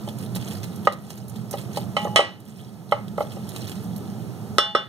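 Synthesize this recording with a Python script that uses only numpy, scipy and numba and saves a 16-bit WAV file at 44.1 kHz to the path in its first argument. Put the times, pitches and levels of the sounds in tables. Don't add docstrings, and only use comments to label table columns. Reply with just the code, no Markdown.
import sys
import numpy as np
from scipy import signal
from scipy.fft import rfft, irfft
from scipy.io import wavfile
from scipy.ndimage import uniform_filter1d
from numba import njit

SR = 44100
rng = np.random.default_rng(int(sys.argv[2]) if len(sys.argv) > 2 else 0)


def wrap_up_sound(samples):
    columns = np.atleast_2d(samples).T
    tamed = np.clip(columns, -1, 1)
    steps = np.round(tamed * 32767).astype(np.int16)
    wavfile.write(sys.argv[1], SR, steps)


N = 215463
TIME = np.arange(N) / SR


def undb(db):
    return 10 ** (np.asarray(db) / 20)


def unit(x):
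    return x / np.sqrt(np.mean(x ** 2))


def on_log_axis(points, f):
    at, value = np.transpose(points)
    return np.interp(np.log(f + 1), np.log(at + 1), value)


def colour(x, points):
    n = x.shape[-1]
    return irfft(rfft(x) * undb(on_log_axis(points, np.fft.rfftfreq(n, 1 / SR))), n)


def butter(order, hz, kind="low"):
    return signal.butter(order, hz, kind, fs=SR, output="sos")


def fade(t, t60):
    return np.exp(-np.log(1000) * t / t60)


def add(out, start, x):
    i = max(int(start * SR), 0)
    out[i:i + len(x)] += x[:max(N - i, 0)]


def drift(per_s):
    hold = int(SR / per_s)
    steps = np.repeat(rng.standard_normal(N // hold + 1), hold)
    return unit(uniform_filter1d(steps, hold))[:N]


def stereo(mid, side, width):
    return np.array([mid + width * side, mid - width * side])


# delay in seconds, level in dB.
WALL_ECHOES = [(.0088, -19)]
def kitchen(x, t60_low=0.24, t60_high=0.053, wet_db=-6.0, crossover_hz=2500):
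    t = TIME[:SR // 2]
    mid, side = rng.standard_normal((2, len(t)))
    low = signal.sosfilt(butter(2, crossover_hz), stereo(mid, side, width=0.49))
    high = signal.sosfilt(butter(2, crossover_hz, "high"), stereo(mid, side, width=1.0))
    onset = np.minimum(t / 0.0015, 1)
    tail = onset * (low * fade(t, t60_low) + undb(8.5) * high * fade(t, t60_high))
    response = undb(wet_db) * unit(tail) / np.sqrt(len(t))
    response[:, 0] += 1
    for delay, db in WALL_ECHOES:
        response[:, int(delay * SR)] += undb(db)
    return signal.fftconvolve(x[None], response, axes=1)[:, :N]


# frequency in Hz, relative level in dB.
BURNER_EQ = [(15, -86), (25, -12.5), (59, -33), (80, -11), (118, 4.5), (146, -3), (207, 4.5), (249, -9.5),
             (427, -12), (516, -18.5), (773, -17), (1080, -28), (1290, -22.5), (1500, -33), (2470, -35.5),
             (13600, -40), (16000, -50)]
def hob(level_db=-32):
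    noise = stereo(*colour(rng.standard_normal((2, N)), BURNER_EQ), width=0.36)
    rumble = signal.sosfiltfilt(butter(2, 400), noise)
    flutter = undb(drift(per_s=9)) - 1
    return undb(level_db) * (noise + flutter * rumble) / np.std(noise)


# frequency in Hz, relative level in dB.
WET_EQ = [(300, 9), (900, 1.5), (1300, -4), (1700, -1.5), (2500, 2), (3400, -1.5), (4800, -1), (6000, -7),
          (8500, -2.5), (11000, -6.5), (14000, -8.5), (16000, -23)]
def wet_snaps(n, per_s, spread_db):
    size = undb(spread_db * np.minimum(rng.exponential(size=n), np.pi))
    polarity = rng.choice([-1, 1], n)
    fires = rng.random(n) < per_s / SR
    return colour(unit(size * polarity * fires + 1e-9), WET_EQ)


def bubble(t, hz, cycles, glide):
    life = t * hz / cycles
    return np.sin(2 * np.pi * hz * t * (1 + glide * np.minimum(life, 1))) * fade(life, 1)


# centre in seconds, level in dB,
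# half-width in seconds.
SPOON_STROKES = [(0.083, -50.5, 0.075), (0.221, -43, 0.039), (0.48, -44, 0.12), (0.702, -51, 0.097),
                 (0.84, -59, 0.012), (1.12, -43.5, 0.099), (1.378, -46.5, 0.044), (1.578, -42, 0.07),
                 (1.776, -39.5, 0.052), (2.023, -48, 0.088), (2.59, -44, 0.15), (3.221, -45.5, 0.028),
                 (3.362, -52, 0.34), (3.61, -44.5, 0.11), (3.804, -60, 0.11), (3.982, -61, 0.24)]
def stirring(settling_db=-68):
    swells = sum(undb(db) * np.exp(-((TIME - centre) / half) ** 2) for centre, db, half in SPOON_STROKES)
    motion = (undb(settling_db) + swells) * undb(2.0 * drift(per_s=35))
    crackle = unit(wet_snaps(N, per_s=1500, spread_db=3))
    fizz = np.zeros(N)
    for when, highness, faintness in rng.random((1100, 3)):
        hz = 3000 + 11000 * highness ** 1.6
        pop = bubble(TIME[:SR // 50], hz, cycles=36, glide=0.05)
        add(fizz, when * N / SR, undb(-22 * faintness + 3.6 * highness) * pop)
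    return motion * (undb(-2.0) * crackle + undb(-6.5) * unit(fizz))


# frequency in Hz, relative level in dB.
TEAR_EQ = [(500, -17), (2500, -18), (4000, -6), (6000, -2.5), (9000, 0.5), (12500, 4), (16000, -13)]
# start in seconds, level in dB.
FILM_TEARS = [(0.1865, -40), (0.353, -28.5), (0.759, -39), (1.282, -37), (1.296, -35), (1.511, -24.5),
              (2.402, -37.5), (2.4528, -42), (3.4905, -32), (3.963, -38.5), (3.9784, -42)]
def tears(t60=0.029):
    out, t = np.zeros(N), TIME[:SR // 20]
    for start, db in FILM_TEARS:
        noise = unit(colour(rng.standard_normal(len(t)), TEAR_EQ))
        add(out, start, undb(db) * noise * fade(t, t60))
    return out


# start in seconds, level in dB, air pocket pitch in Hz,
# decay time of the burst in seconds.
STRAND_SQUELCHES = [(0.078, -39, 3440, 0.002), (0.088, -28, 3500, 0.007), (0.127, -40, 6560, 0.002),
                    (0.262, -34, 3780, 0.003), (0.35, -28, 3930, 0.004), (0.3596, -24.5, 3780, 0.011),
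                    (0.3605, -22.5, 8200, 0.006), (0.425, -33, 3330, 0.005), (0.479, -28, 6400, 0.009),
                    (0.511, -28.5, 3370, 0.011), (0.551, -28, 4900, 0.005), (0.569, -32, 4600, 0.005),
                    (0.6317, -24, 6200, 0.011), (0.8325, -42, 3320, 0.002), (0.8504, -29.5, 3400, 0.008),
                    (0.9234, -20.5, 4160, 0.009), (1.1024, -22, 6370, 0.007), (1.3593, -31.5, 3700, 0.009),
                    (1.529, -23.5, 6200, 0.007), (1.573, -32, 3450, 0.004), (1.5828, -27, 3620, 0.007),
                    (1.748, -35, 3690, 0.004), (1.7604, -25.5, 3950, 0.007), (1.771, -20, 4730, 0.008),
                    (2.8923, -35, 4140, 0.002), (2.9124, -28, 3200, 0.008), (3.0811, -29.5, 3800, 0.004),
                    (3.1773, -32, 3930, 0.009), (3.269, -36, 3530, 0.003), (3.319, -30.5, 3390, 0.011),
                    (3.491, -30.5, 4170, 0.0019), (3.5186, -33.5, 3930, 0.002), (3.562, -25, 3960, 0.01),
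                    (3.617, -32, 5700, 0.004), (3.643, -31, 3600, 0.004), (3.6775, -28, 4160, 0.008),
                    (3.6952, -26.5, 8150, 0.008), (3.7167, -28, 3320, 0.008), (3.9615, -36, 4500, 0.0025),
                    (4.076, -38.5, 4180, 0.00194), (4.101, -37, 5300, 0.0022)]
def squelches(burst_db=-7, pocket_db=-2, large_pocket_hz=3500):
    out, t = np.zeros(N), TIME[:SR // 10]
    for start, db, pocket_hz, decay_s in STRAND_SQUELCHES:
        dying = np.exp(-t / decay_s)
        burst = unit(dying * wet_snaps(len(t), per_s=2200, spread_db=6.0))
        add(out, start, undb(db + burst_db) * burst * np.sqrt(np.mean(dying ** 2)))
        pop_db = db + pocket_db - 3 * np.log2(pocket_hz / large_pocket_hz)
        for k, (when, detune) in enumerate(rng.random((3, 2))):
            hz = pocket_hz * (1 - 0.057 * k + 0.017 * (detune - .5))
            pop = bubble(t, hz, cycles=34, glide=-0.012)
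            add(out, start + k * (1 + when) * decay_s / 3, undb(pop_db - 4 * k) * pop)
    return out


def modes(table, t, height, muted_db=0):
    out = np.zeros(len(t))
    for k, (hz, t60, base_db, rim_db) in enumerate(table):
        db = base_db + height * (rim_db - base_db) - muted_db * (1030 / hz) ** 0.7
        out += (-1) ** k * undb(db) * np.sin(2 * np.pi * hz * t) * fade(t, t60)
    return out


# frequency in Hz, relative level in dB struck at the base and at the rim.
CRACK_EQ = [(100, -13, 11.5), (400, -4, -8), (1100, -1, -10), (1500, -11, 1), (1900, -1, 5), (2450, -2, -2),
            (3650, -1, 1), (5110, -2, 2), (7100, -1, -3), (8700, 6.5, 2), (11700, -11, -7.5),
            (16000, -19, -16)]
def crack(t, height, crossover_hz=5500):
    spectrum = [(hz, base_db + height * (rim_db - base_db)) for hz, base_db, rim_db in CRACK_EQ]
    overtones = unit(colour(rng.standard_normal(len(t)), spectrum))
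    low = signal.sosfiltfilt(butter(3, crossover_hz), overtones)
    tail = low * fade(t, 0.36) + (overtones - low) * fade(t, 0.21)
    return undb(3.5) * overtones * fade(t, 0.03) + undb(-4.0) * tail


# pitch in Hz, t60 in seconds,
# level in dB struck at the base and at the rim.
RING_HZ = [664, 835, 1082, 1267, 1322, 1511, 1659, 1944, 2114, 2345, 2561, 2756, 2888, 2897, 2963, 3031,
           3076, 3292, 3506, 3516, 3581, 3769, 3908, 3981, 4280, 4366, 4667, 4970, 5186, 5249, 5438, 5496,
           6610, 8032, 8936]
RING_T60_S = [1.0, 3.4, 0.4, 0.12, 0.11, 0.29, 0.18, 0.26, 0.19, 0.26, 0.15, 0.2, 0.21, 0.48, 0.53, 0.29,
              0.41, 0.18, 0.37, 0.1, 0.21, 0.12, 0.13, 0.26, 0.18, 0.54, 0.22, 0.2, 0.1, 0.2, 0.17, 0.13,
              0.14, 0.12, 0.11]
RING_BASE_DB = [-15.5, -5, -7, -4.5, -43, -31, -43, -3.5, -2, 1, -8, -3, -8, -8, -2, 0, -9, -16, -24, -48,
                -22, -3, -3, -15, -25, -50, -23, -16, -33, -36, -26, -19, -30, -32, -27]
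RING_RIM_DB = [-19.5, -19, -8, -23, 9, -6, -10, -12, -39, -16, -41, -28, -9, 1, -25.5, -24, -6.5, -5.5, 4.5,
               -14, -24, -37, -26, -0.5, -18, -14.5, -33, -17, -2, -7, 0, -6, -26, -13, -14]
def steel_ring(t, height, muting, free_s):
    muted_db = muting * np.maximum(t - free_s, 0)
    return modes(zip(RING_HZ, RING_T60_S, RING_BASE_DB, RING_RIM_DB), t, height, muted_db)


# pitch in Hz and t60 in seconds before detuning,
# level in dB struck at the base and at the rim.
BODY_MODES = [(304, 0.0029, -25, -3.5), (430, 0.016, -20.5, -1.5), (584, 0.031, -2.5, -7),
              (739, 0.026, -7, -17.5), (820, 0.047, -0.5, -20), (1138, 0.026, -3, -0.5),
              (1193, 0.014, -1.5, 6), (1308, 0.032, -7.5, 5.5), (1986, 0.041, -6.5, -9.5),
              (2137, 0.046, -3.5, -18), (2540, 0.031, -5, -46), (3020, 0.052, 8.5, -35),
              (4054, 0.014, 2.5, -32), (5296, 0.015, -22.5, -7), (8400, 0.041, -14, -14.5)]
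def blow(db, contact_ms, height, ring_db, muting, free_s=0, pitch=1):
    t = TIME[:SR // 2]
    detune = pitch * (1 + 0.012 * rng.uniform(-0.96, 1))
    body = modes(BODY_MODES, t * detune, height)
    metal = steel_ring(t, height, muting, free_s) + crack(t, height)
    age = t[:SR // 100] * 1000 / contact_ms
    push = age * np.exp(-age)
    return undb(db) * signal.fftconvolve(body + undb(ring_db) * metal, push / push.sum())


# start in seconds, level in dB, contact time in ms,
# height from base 0 to rim 1, pitch factor set by the load of pasta.
SPOON_KNOCKS = [(0.076, 0.5, 0.91, 0, 1.02), (0.8717, 6.5, 0.093, 0.6, 0.95), (1.5384, 1, 0.5, 0.18, 0.97),
                (1.772, -7, 0.31, 0, 1.01), (2.051, -2, 0.4, 0.23, 0.98), (2.07, -12, 0.24, 0.47, 0.88),
                (2.1918, 17, 0.24, 0.36, 1), (2.9219, 5, 0.11, 0.38, 1.01), (3.1806, 7.5, 0.45, 0.47, 1.01),
                (3.206, 8.5, 0.42, 0.31, 1.015), (3.368, -5, 0.77, 0.11, 0.947)]
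# start in seconds, level in dB, contact time in ms, height.
GRATE_CLANKS = [(2.1598, 3, 0.05, 0.24), (2.1676, 0, 0.07, 0.11), (2.178, -9, 0.044, 0.16),
                (2.2035, -6.5, 0.074, 0.093)]
# start in seconds, level in dB,
# contact time in ms, height, free ringing in seconds.
STEEL_RAPS = [(1.9669, -8.5, 0.053, 0.26, 0.19), (4.5836, 9, 0.035, 0.96, 0.13),
              (4.7496, 10, 0.085, 0.96, 0.04)]
def pan(radiates_above_hz=270):
    out = np.zeros(N)
    for start, db, contact_ms, height, pitch in SPOON_KNOCKS:
        add(out, start, blow(db, contact_ms, height, ring_db=-20, muting=560, pitch=pitch))
    for start, db, contact_ms, height in GRATE_CLANKS:
        add(out, start, blow(db, contact_ms, height, ring_db=-3, muting=169))
    for start, db, contact_ms, height, free_s in STEEL_RAPS:
        add(out, start, blow(db, contact_ms, height, ring_db=-14.5, muting=280, free_s=free_s))
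    return signal.sosfilt(butter(2, radiates_above_hz, "high"), out)


def scene():
    return kitchen(pan() + squelches() + tears() + stirring()) + hob()


@njit
def follow_peaks(size, attack_s, release_s):
    attack, release = 1 / (attack_s * SR), 1 / (release_s * SR)
    out, level = np.empty(len(size)), 0.
    for i in range(len(size)):
        level += (size[i] - level) * (attack if size[i] > level else release)
        out[i] = level
    return out


# frequency in Hz, lead of the left in radians.
LEFT_PHASE = [(0, 5), (100, 0.5), (400, 0.75), (1400, -0.39), (3360, -6), (4050, -6), (4650, -9),
              (7400, -15), (9800, -22), (15700, -38.5)]
# frequency in Hz, left minus right in dB.
LEFT_BALANCE = [(30, 0), (70, -10), (110, -10.5), (200, -3), (400, -2), (1300, -1.5), (2500, -1.5),
                (4000, -2.5), (6000, -5.5), (8000, -2), (10000, -5), (12000, -12), (15000, -16)]
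def record(dry, threshold=0.71, low_cut_hz=36, top_hz=15800):
    f = np.fft.rfftfreq(N, 1 / SR)
    balance = undb(on_log_axis(LEFT_BALANCE, f))
    phase = np.exp(1j * np.interp(f, *np.transpose(LEFT_PHASE)))
    ports = np.array([balance * phase, np.ones(len(f))]) * 2 / (1 + balance)
    x = irfft(rfft(dry) * ports, N)
    envelope = follow_peaks(np.abs(x).max(axis=0), attack_s=0.00019, release_s=0.96)
    ducked = x / np.maximum(envelope / threshold, 1)
    x = signal.sosfilt(butter(2, low_cut_hz, "high"), np.clip(ducked, -1, 1))
    return signal.sosfilt(signal.ellip(12, .2, 90, top_hz, fs=SR, output="sos"), x)


dry = scene()
out = record(dry)
wrap_up_sound(out)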